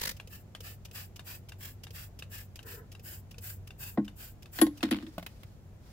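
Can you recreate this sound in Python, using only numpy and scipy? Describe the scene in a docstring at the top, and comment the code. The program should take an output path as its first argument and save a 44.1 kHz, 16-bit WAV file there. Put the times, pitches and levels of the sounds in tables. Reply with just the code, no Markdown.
"""A trigger bottle squirts cleaner onto a hollow plastic tank, about three strokes a second, outdoors.
In each stroke pump pressure drives a hissing jet whose droplets patter on the tank; the pump refills
with a gulp, the trigger snaps back, and at times the valve ticks. The tank scrapes on the concrete path
by stick-slip friction; later it tips over and rocks to rest, each impact exciting its damped modes.
The bottle is set down, clothes rustle, and a distant engine hums throughout."""
import sys
import numpy as np
from scipy import signal
from scipy.fft import rfft, irfft, next_fast_len
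from scipy.io import wavfile
from scipy.ndimage import uniform_filter1d, map_coordinates

SR = 44100
rng = np.random.default_rng(int(sys.argv[2]) if len(sys.argv) > 2 else 0)


def generate_wav(sig):
    """Save sig (samples, or channels by samples) to the path in sys.argv[1] as 16-bit PCM at SR."""
    pcm = np.round(np.clip(np.atleast_2d(sig).T, -1, 1) * 32767).astype(np.int16)
    wavfile.write(sys.argv[1], SR, pcm)


N = 261072
TIME = np.arange(N) / SR
AGE = np.arange(SR // 2) / SR  # time since the onset of an event, t/s

# the trigger returns to its stop: t/s, snap level/dB, gulp level/dB
RELEASES = [(0.1987, -34, -41.5), (.5491, -31, -68), (.883, -56, -33.5), (1.1931, -32.5, -36),
            (1.5199, -37, -34), (1.8679, -37.5, -34), (2.2227, -33, -33.5), (2.5907, -37.5, -33),
            (2.9497, -40.5, -36), (3.3429, -47.5, -37), (3.7052, -39.5, -37), (4.0794, -36, -39),
            (4.4572, -41, -38.5), (4.8064, -38, -36.5)]
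# spectrum of liquid passing the pump's valves: f/Hz, level/dB
LIQUID_SPECTRUM = [(200, -36), (450, -8), (1200, -7.5), (2000, -7.5), (2800, 4), (4200, -6), (5000, 1.5),
                   (6500, -4), (9500, -9), (12000, -6), (16000, -6)]


def mist():
    """Jet noise: hiss and droplet patter follow powers of the pump pressure, the patter more steeply."""
    squirts = [(0.283, 0.16, -53, -55.5), (0.609, 0.17, -50, -51), (.918, 0.18, -47.5, -48.5),
               (1.237, 0.18, -48, -50), (1.576, 0.19, -50, -52), (1.916, 0.19, -49.5, -50.5),
               (2.291, 0.19, -49, -51.5), (2.644, 0.18, -48.5, -53), (3.021, .21, -47.5, -55),
               (3.401, .19, -45.5, -54), (3.773, .2, -46, -52.5), (4.151, 0.2, -50.5, -55.5),
               (4.511, 0.19, -45.5, -50)]  # squeezes: t/s, duration/s, hiss level/dB, patter level/dB
    jet_spectrum = [(1000, -50), (3500, -28), (5000, -11), (6200, -13), (7400, 1), (8200, -5.5),
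                    (10400, -6.5), (12000, 0), (14500, 4.5), (15800, 3)]  # hiss at the nozzle: f/Hz, level/dB
    neck_spectrum = [(200, -36), (350, -0.5), (460, 8.5), (620, -12), (850, -30), (1000, 2.5), (1150, -27),
                     (1300, -3), (1550, -5.5), (1850, -2.5), (2400, -46)]  # resonances of the tank's open neck: f/Hz, level/dB
    out = np.zeros((2, N))
    for s, length, hiss_db, patter_db in squirts:
        hiss = amp(hiss_db + 5) * pressure(length) ** 1.52 * noise(jet_spectrum, size=len(AGE))
        droplets = amp(patter_db + 4.5) * pressure(length) ** 2.53 * patter(s)
        add(out, s, bounced(hiss, share=.3) + bounced(droplets, share=.5))
    # one squirt blows into the neck
    add(out, 2.63, amp(-52.5) * pressure(length=0.24) * noise(neck_spectrum, size=len(AGE)))
    sputter_db = 1.5 * wobble(90) + 0.5 * wobble(1600)  # the jet breaks into droplets
    return out * amp(sputter_db)


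def pressure(length):
    """Driving pressure of one squeeze: it builds, sags exponentially as the trigger travels, and dies."""
    sag_db_per_s = 7
    return swell(AGE, length, rise=0.059, fall=0.12) * amp(-sag_db_per_s * AGE)


def patter(s):
    """Resonant filtering: the hollow facing the jet at time s colours the noise of droplet impacts."""
    impact_spectrum = [(150, -46), (600, -6), (1100, -8.5), (1500, -6.5), (2250, -7), (2680, 2.5),
                       (3500, -7), (4200, -7.5), (4800, -2.5), (7000, -11.5), (15000, -14.5)]  # droplets on plastic: f/Hz, level/dB
    hollow = [(2.6, 1736), (3.3, 1590)]  # the resonance falls as the tank is turned: t/s, f/Hz
    hollow_hz = np.interp(s, *np.transpose(hollow))
    impacts = noise(impact_spectrum, size=len(AGE))
    return unit(filtered(impacts, lambda hz: 1 + 2.33 * resonance(hz, hollow_hz, half_width=87)))


def gulps():
    """Unsteady flow: the pump draws liquid in gurgles just before the trigger meets its stop."""
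    lead_s, gurgle_db = .0355, 3
    out = np.zeros((2, N))
    for s, _, db in RELEASES:
        add(out, s - lead_s, amp(db + 1.5) * burst(LIQUID_SPECTRUM, attack=0.0073, t60=0.042))
    return out * amp(gurgle_db * wobble(250))


def valve():
    """Impulse excitation: the valve shuts as a squeeze begins and thumps the bottle and spray head."""
    closures = [(0.2724, -39), (0.604, -32.5), (0.911, -39.5), (1.9049, -37.5), (2.6274, -41.5),
                (2.994, -43.5), (3.381, -35)]  # audible closures: t/s, level/dB
    modes = [(467, 0, 0.044), (2560, -8, 0.043)]  # bottle and head: f/Hz, level/dB, T60/s
    out = np.zeros((2, N))
    for s, db in closures:
        add(out, s, amp(db - 5) * burst(LIQUID_SPECTRUM, attack=0.0019, t60=0.042))
        add(out, s, amp(db - 9) * ring(modes, attack=0.0019))
    return out


def trigger():
    """Free vibration: the trigger's sharp stop rings the plastic head, then the bottle shivers briefly."""
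    head_modes = [(484, -12.5, 0.015), (740, -12.5, 0.019), (1180, -8, 0.0085), (1635, -7, 0.02),
                  (2612, -2.5, 0.019), (2800, 3, 0.014), (3680, -6.5, 0.023), (4590, -17, 0.024)]  # spray head: f/Hz, level/dB, T60/s
    snap_spectrum = [(300, -11), (800, -0.5), (3000, -1.5), (6500, -9), (16000, -15.5)]  # contact noise: f/Hz, level/dB
    out = np.zeros((2, N))
    for s, db, _ in RELEASES:
        crack = amp(-3) * burst(snap_spectrum, attack=.0016, t60=0.018)
        shiver = amp(-11.5) * burst(snap_spectrum, attack=.007, t60=0.074)
        head = amp([[3], [-.5]]) * ring(head_modes, attack=.0018, detune=.05)  # louder on the left
        add(out, s, amp(db) * (head + crack + shiver))
    return out


def tank():
    """Modal response to impact: a corner lands, the edge follows and the tank rebounds."""
    # landings: t/s, boom level/dB, boom centre f/Hz, knock level/dB, clack level/dB,
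    # treble cutoff f/Hz, rebound delay/s
    landings = [(3.974, -11, 197, -25, -30, 1310, .022), (4.587, -30.5, 268, -41, -24, 3280, 0.011),
                (4.615, -9.5, 328, -22.5, -20, 8400, .051), (4.829, -17.5, 270, -32.5, -21.5, 5600, 0.024),
                (4.911, -15, 250, -35.5, -25.5, 7160, .054), (5.025, -30, 235, -58, -42.5, 4000, 0.023),
                (5.066, -39, 322, -70, -44.5, 4470, 0.023)]
    wall_modes = [(145.2, -11, 0.13), (206.6, -9.5, 0.25), (245.4, -1.5, 0.1), (282, -1.5, 0.075),
                  (293.1, -9.5, 0.27), (318.6, 3.5, 0.11), (363, -15.5, 0.079)]  # low modes of the wide walls: f/Hz, level/dB, T60/s
    shell_modes = [(444, -11, 0.1), (519.5, -4, 0.11), (604, -4.5, 0.047), (716, 3, 0.03), (841, -15, 0.11),
                   (943, -9, 0.063), (1077, -9, 0.11), (1455, -11, 0.05), (1613, -15, 0.087),
                   (1888, -5.5, 0.062), (2065, -12, 0.055), (2923, -30, 0.065), (3880, -11, 0.033)]  # stiff upper modes: f/Hz, level/dB, T60/s
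    clack_spectrum = [(120, -24), (600, -12), (1200, -3.5), (1850, 0.5), (2300, -6.5), (3700, 0.5),
                      (6300, -9), (16000, -5.5)]  # plastic striking grit: f/Hz, level/dB
    boom_lag_s, boom_db_per_octave, edge_s = 0.0029, 13, .007
    out = np.zeros((2, N))
    for s, boom_db, boom_hz, knock_db, clack_db, cutoff_hz, rebound_s in landings:
        # the walls gather motion just after contact, mostly near one pitch
        excited = [(hz, db - boom_db_per_octave * abs(np.log2(hz / boom_hz)), t60)
                   for hz, db, t60 in wall_modes]
        for delay, db in [(0, 0), (rebound_s, -17.5)]:
            add(out, s + delay + boom_lag_s, amp(boom_db + db) * ring(excited, attack=0.0066))
        for delay, db in [(0, 0), (edge_s, -8.5), (rebound_s, -16)]:
            knock = amp(knock_db) * ring(shell_modes, attack=.001, detune=.004)
            grit = burst(clack_spectrum, attack=0.00046, t60=0.034)
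            clack = amp(clack_db + 4.5) * bounced(grit, share=0.35)
            # a softer contact lasts longer and so loses its treble
            contact = filtered(knock + clack, lambda hz: 1 / (1 + 1j * hz / cutoff_hz) ** 2)
            add(out, s + delay, amp(db) * contact)
    return out


def bracket():
    """Hard contact excites high modes: the tank's steel bracket pings, louder on the left."""
    strikes = [(4.614, -21.5), (4.909, -38)]  # blows to the bracket: t/s, level/dB
    steel_modes = [(4610, -19, 0.12), (7470, -11.5, 0.1), (11140, 7, 0.06), (11210, -30, 0.25),
                   (11400, -7, .06)]  # its ringing: f/Hz, level/dB, T60/s
    out = np.zeros((2, N))
    for s, db in strikes:
        add(out, s, amp(db) * amp([[3], [-4]]) * ring(steel_modes, attack=0.00021))
    return out


def scrape():
    """Stick-slip friction: the tank's edge judders over sandy concrete and its shell resonates."""
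    sand_spectrum = [(150, -1), (330, -17), (520, -7), (700, -19), (950, -5), (1200, -10), (1800, -3),
                     (2300, -5.5), (5000, -4), (6500, -7), (9500, -11.5), (12000, -7), (16000, -7.5)]  # sliding on sand: f/Hz, level/dB
    start_s, period_s, slip_s = -0.012, 0.01978, 0.01
    age = TIME - start_s
    push = amp(-30.5) * swell(age, length=0.14, rise=.045, fall=0.042)
    slips = push * np.exp(-((2 * (age % period_s) - period_s) / slip_s) ** 2)
    slips += 0.27 * uniform_filter1d(slips, size=1000)  # sand keeps trickling between the slips
    rasp = slips * amp(1.7 * wobble(896)) * noise(sand_spectrum)
    return filtered(rasp, lambda hz: 1 + 1.34 * resonance(hz, 520, 50) + 0.59 * resonance(hz, 1830, 110))


def grinding():
    """Granular friction: grains give way one after another under the rocking tank."""
    grinds = [(4.831, -43.5), (4.915, -37)]  # the tank bears on grit: t/s, level/dB
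    # crunching grains: f/Hz, level/dB
    spectrum = [(200, 6.5), (1500, 4.5), (3000, 5.0), (4500, -1), (6500, -19), (16000, -16)]
    out = np.zeros((2, N))
    for s, db in grinds:
        add(out, s, amp(db) * burst(spectrum, attack=0.004, t60=0.22))
    return out * amp(7 * wobble(320))


def bottle():
    """Damped vibration: the part-filled bottle thuds on the concrete and ticks as it settles."""
    contacts = [(5.180, -26.5, -37.5), (5.194, -40, -47), (5.226, -41, -43), (5.263, -56, -33.5),
                (5.432, -58.5, -45.5)]  # its base touches: t/s, thud level/dB, tick level/dB
    modes = [(175, -8.5, 0.15), (303, -12, 0.058), (580, -0.5, 0.021), (683, 2, 0.022), (840, -21, 0.076),
             (1114, -3.5, 0.015), (1490, -17.5, 0.058)]  # its body: f/Hz, level/dB, T60/s
    # contact noise: f/Hz, level/dB
    tick = [(300, -2.0), (1500, 0.5), (2800, 4), (4300, -4.0), (6000, -9.5), (10000, -11.5), (15000, -3)]
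    out = np.zeros((2, N))
    for s, thud_db, tick_db in contacts:
        add(out, s, amp(thud_db) * ring(modes, attack=0.00058))
        add(out, s, amp(tick_db + 2.5) * burst(tick, attack=0.0013, t60=0.039))
    return out


def engine():
    """Periodic firing: a distant engine hums in partials that waver in phase and level."""
    drone = [(0, -55), (2.2, -51.5), (3.6, -50), (4, -56), (5.9, -56)]  # course of the hum: t/s, level/dB
    partials = [(1, -1), (1.5, -14), (2, -18), (2.5, -25)]  # engine orders: f/firing rate, level/dB
    firing_hz, waver_db = 95.76, 2
    drone_db = np.interp(TIME, *np.transpose(drone))
    phase = 2 * np.pi * firing_hz * TIME + 0.43 * wobble(12)
    return sum(amp(drone_db + db + waver_db * wobble(6.8)) * np.sqrt(2) * np.sin(order * phase)
               for order, db in partials)


def air():
    """Ambient noise: a crossover at 300 Hz divides low rumble from faint hiss."""
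    spectrum = [(15, -24), (40, -1), (107, -1.5), (146, -7.5), (228, -14.5), (293, -22.5), (347, -21),
                (446, -25.5), (678, -28), (1000, -34.5), (1120, -36.5), (4180, -47), (7520, -47),
                (8180, -53), (16000, -49.5)]  # outdoor background: f/Hz, level/dB
    ambient = noise(spectrum)
    rumble = filtered(ambient, lambda hz: 1 / (1 + (hz / 300) ** 4))
    return amp(-52) * rumble + amp(-47) * (ambient - rumble)


def rustle():
    """Friction noise: sleeve and shoe sole rub unevenly close by."""
    shuffles = [(4.627, 0.99, -61), (5.785, .5, -59.5)]  # movements: t/s, duration/s, level/dB
    spectrum = [(200, 10), (600, 0.5), (1500, -3), (3000, -6.5), (4000, -5), (5200, -3), (6300, -9),
                (11000, -13), (16000, -12)]  # rubbing cloth and sole: f/Hz, level/dB
    motion = sum(amp(db) * swell(TIME - s, length, rise=0.16, fall=0.44) for s, length, db in shuffles)
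    return motion * amp(2 * wobble(46)) * noise(spectrum)


def bounced(x, share):
    """Comb filtering: concrete and tank wall each return a copy, by paths that differ at each event."""
    delays = rng.uniform(.0005, .003, (2, 2))
    echoes = lambda hz: np.exp(-2j * np.pi * hz * delays[..., None]).sum(axis=1)
    return filtered(x, lambda hz: 1 + share * echoes(hz)) / np.sqrt(1 + 2 * share ** 2)


def yard(x):
    """Reverberation: convolution with a short, thin noise tail stands for the surroundings."""
    decay = [(200, 0.046), (2000, 0.2), (12000, 0.19)]  # reverberation time: f/Hz, T60/s
    hz, t, spectra = signal.stft(rng.standard_normal((2, SR // 2)), SR, nperseg=256)
    tail = signal.istft(spectra * amp(-60 * t / along(decay, hz)[:, None]), SR, nperseg=256)[1]
    return signal.fftconvolve(x, tail / np.linalg.norm(tail[0]), axes=1)[:, :N]


def ring(modes, attack, detune=0):
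    """Superposed damped modes; grip and point of contact vary their strengths and, by detune, pitches."""
    hz, db, t60 = np.transpose(modes)[:, :, None]
    strength_db = db + rng.standard_normal(hz.shape)
    pitch = hz * np.exp(detune * rng.standard_normal(hz.shape))
    sign = (-1) ** np.arange(len(hz))[:, None]  # neighbouring modes push the wall in opposite directions
    partials = sign * amp(strength_db - 60 * AGE / t60) * np.sin(2 * np.pi * pitch * AGE)
    return partials.sum(axis=0) * (1 - np.exp(-AGE / attack))


def burst(colour, attack, t60):
    """Heavy damping: a contact that cannot ring gives noise that rises and dies."""
    return noise(colour, size=len(AGE)) * (1 - np.exp(-(AGE / attack) ** 2)) * amp(-60 * AGE / t60)


def noise(colour, size=N):
    """Partial coherence: stereo noise of rms 1, alike in the bass and nearly unrelated in the treble."""
    coherence = [(30, 0.66), (100, 0.96), (500, 0.77), (900, 0.079), (1800, 0.13), (3500, 0.24),
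                 (7500, 0.05), (13000, 0.035)]  # likeness of left and right: f/Hz, correlation
    balance = [(300, 0.5), (800, -1.5), (1800, 4.5), (4000, -2.5), (7500, -2), (13000, 2.5)]  # left minus right: f/Hz, level/dB
    angle = lambda hz: np.arccos(np.clip(along(coherence, hz), -1, 1)) / 2
    white = rng.standard_normal((2, size))
    mid, side = filtered(white, lambda hz: amp(along(colour, hz)) * [np.cos(angle(hz)), np.sin(angle(hz))])
    stereo = np.array([mid + side, mid - side])
    return unit(filtered(stereo, lambda hz: amp(np.outer([.5, -.5], along(balance, hz)))))


def resonance(hz, centre, half_width):
    """Complex response of one mode near its natural frequency."""
    return 1 / (1 + 1j * (hz - centre) / half_width)


def swell(age, length, rise, fall):
    """Envelope from 0 to 1 with rounded shoulders."""
    return np.sin(np.pi / 2 * np.clip(age / rise, 0, 1)) * np.sin(np.pi / 2 * np.clip((length - age) / fall, 0, 1))


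def wobble(rate):
    """Smooth random modulation, rate knots a second."""
    return map_coordinates(rng.standard_normal(int(N * rate / SR) + 4), [TIME * rate])


def filtered(x, response):
    """Linear filtering: the spectrum of x times a frequency response."""
    n = x.shape[-1]
    m = next_fast_len(n + 8192)
    return irfft(rfft(x, m) * response(np.fft.rfftfreq(m, 1 / SR)), m)[..., :n]


def add(track, s, sound):
    """Superpose a sound on the track at time s."""
    part = track[:, max(round(s * SR), 0):][:, :sound.shape[-1]]
    part += sound[..., :part.shape[1]]


def along(points, hz):
    """Interpolate (f/Hz, value) points on a log axis."""
    f, v = np.transpose(points)
    return np.interp(np.log(hz + 1), np.log(f + 1), v)


def amp(db):
    """Decibels to gain."""
    return 10 ** (np.asarray(db) / 20)


def unit(x):
    """Scale to rms 1."""
    return x / np.sqrt(np.mean(x ** 2) + 1e-20)


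def from_left(x, lead_s):
    """Arrival-time difference: the left channel leads the right."""
    return filtered(x, lambda hz: np.exp(1j * np.pi * lead_s * np.outer([1, -1], hz)))


def scene():
    """Localisation by delay: pump sounds and tank impacts lie nearly ahead, the rest a little more left."""
    left_lead_s, ahead_lead_s = 0.000095, 0.00004
    near = from_left(mist() + scrape() + grinding() + bottle(), left_lead_s)
    near += from_left(gulps() + valve() + trigger() + tank() + bracket(), ahead_lead_s)
    return near + amp(-15) * yard(near) + from_left(engine() + air() + rustle(), left_lead_s)


def record(dry):
    """Band limiting: a steep low-pass removes the highest treble."""
    cutoff_hz = 15820
    return filtered(dry, lambda hz: 1 / (1 + (hz / cutoff_hz) ** 200))


dry = scene()
out = record(dry)
generate_wav(out)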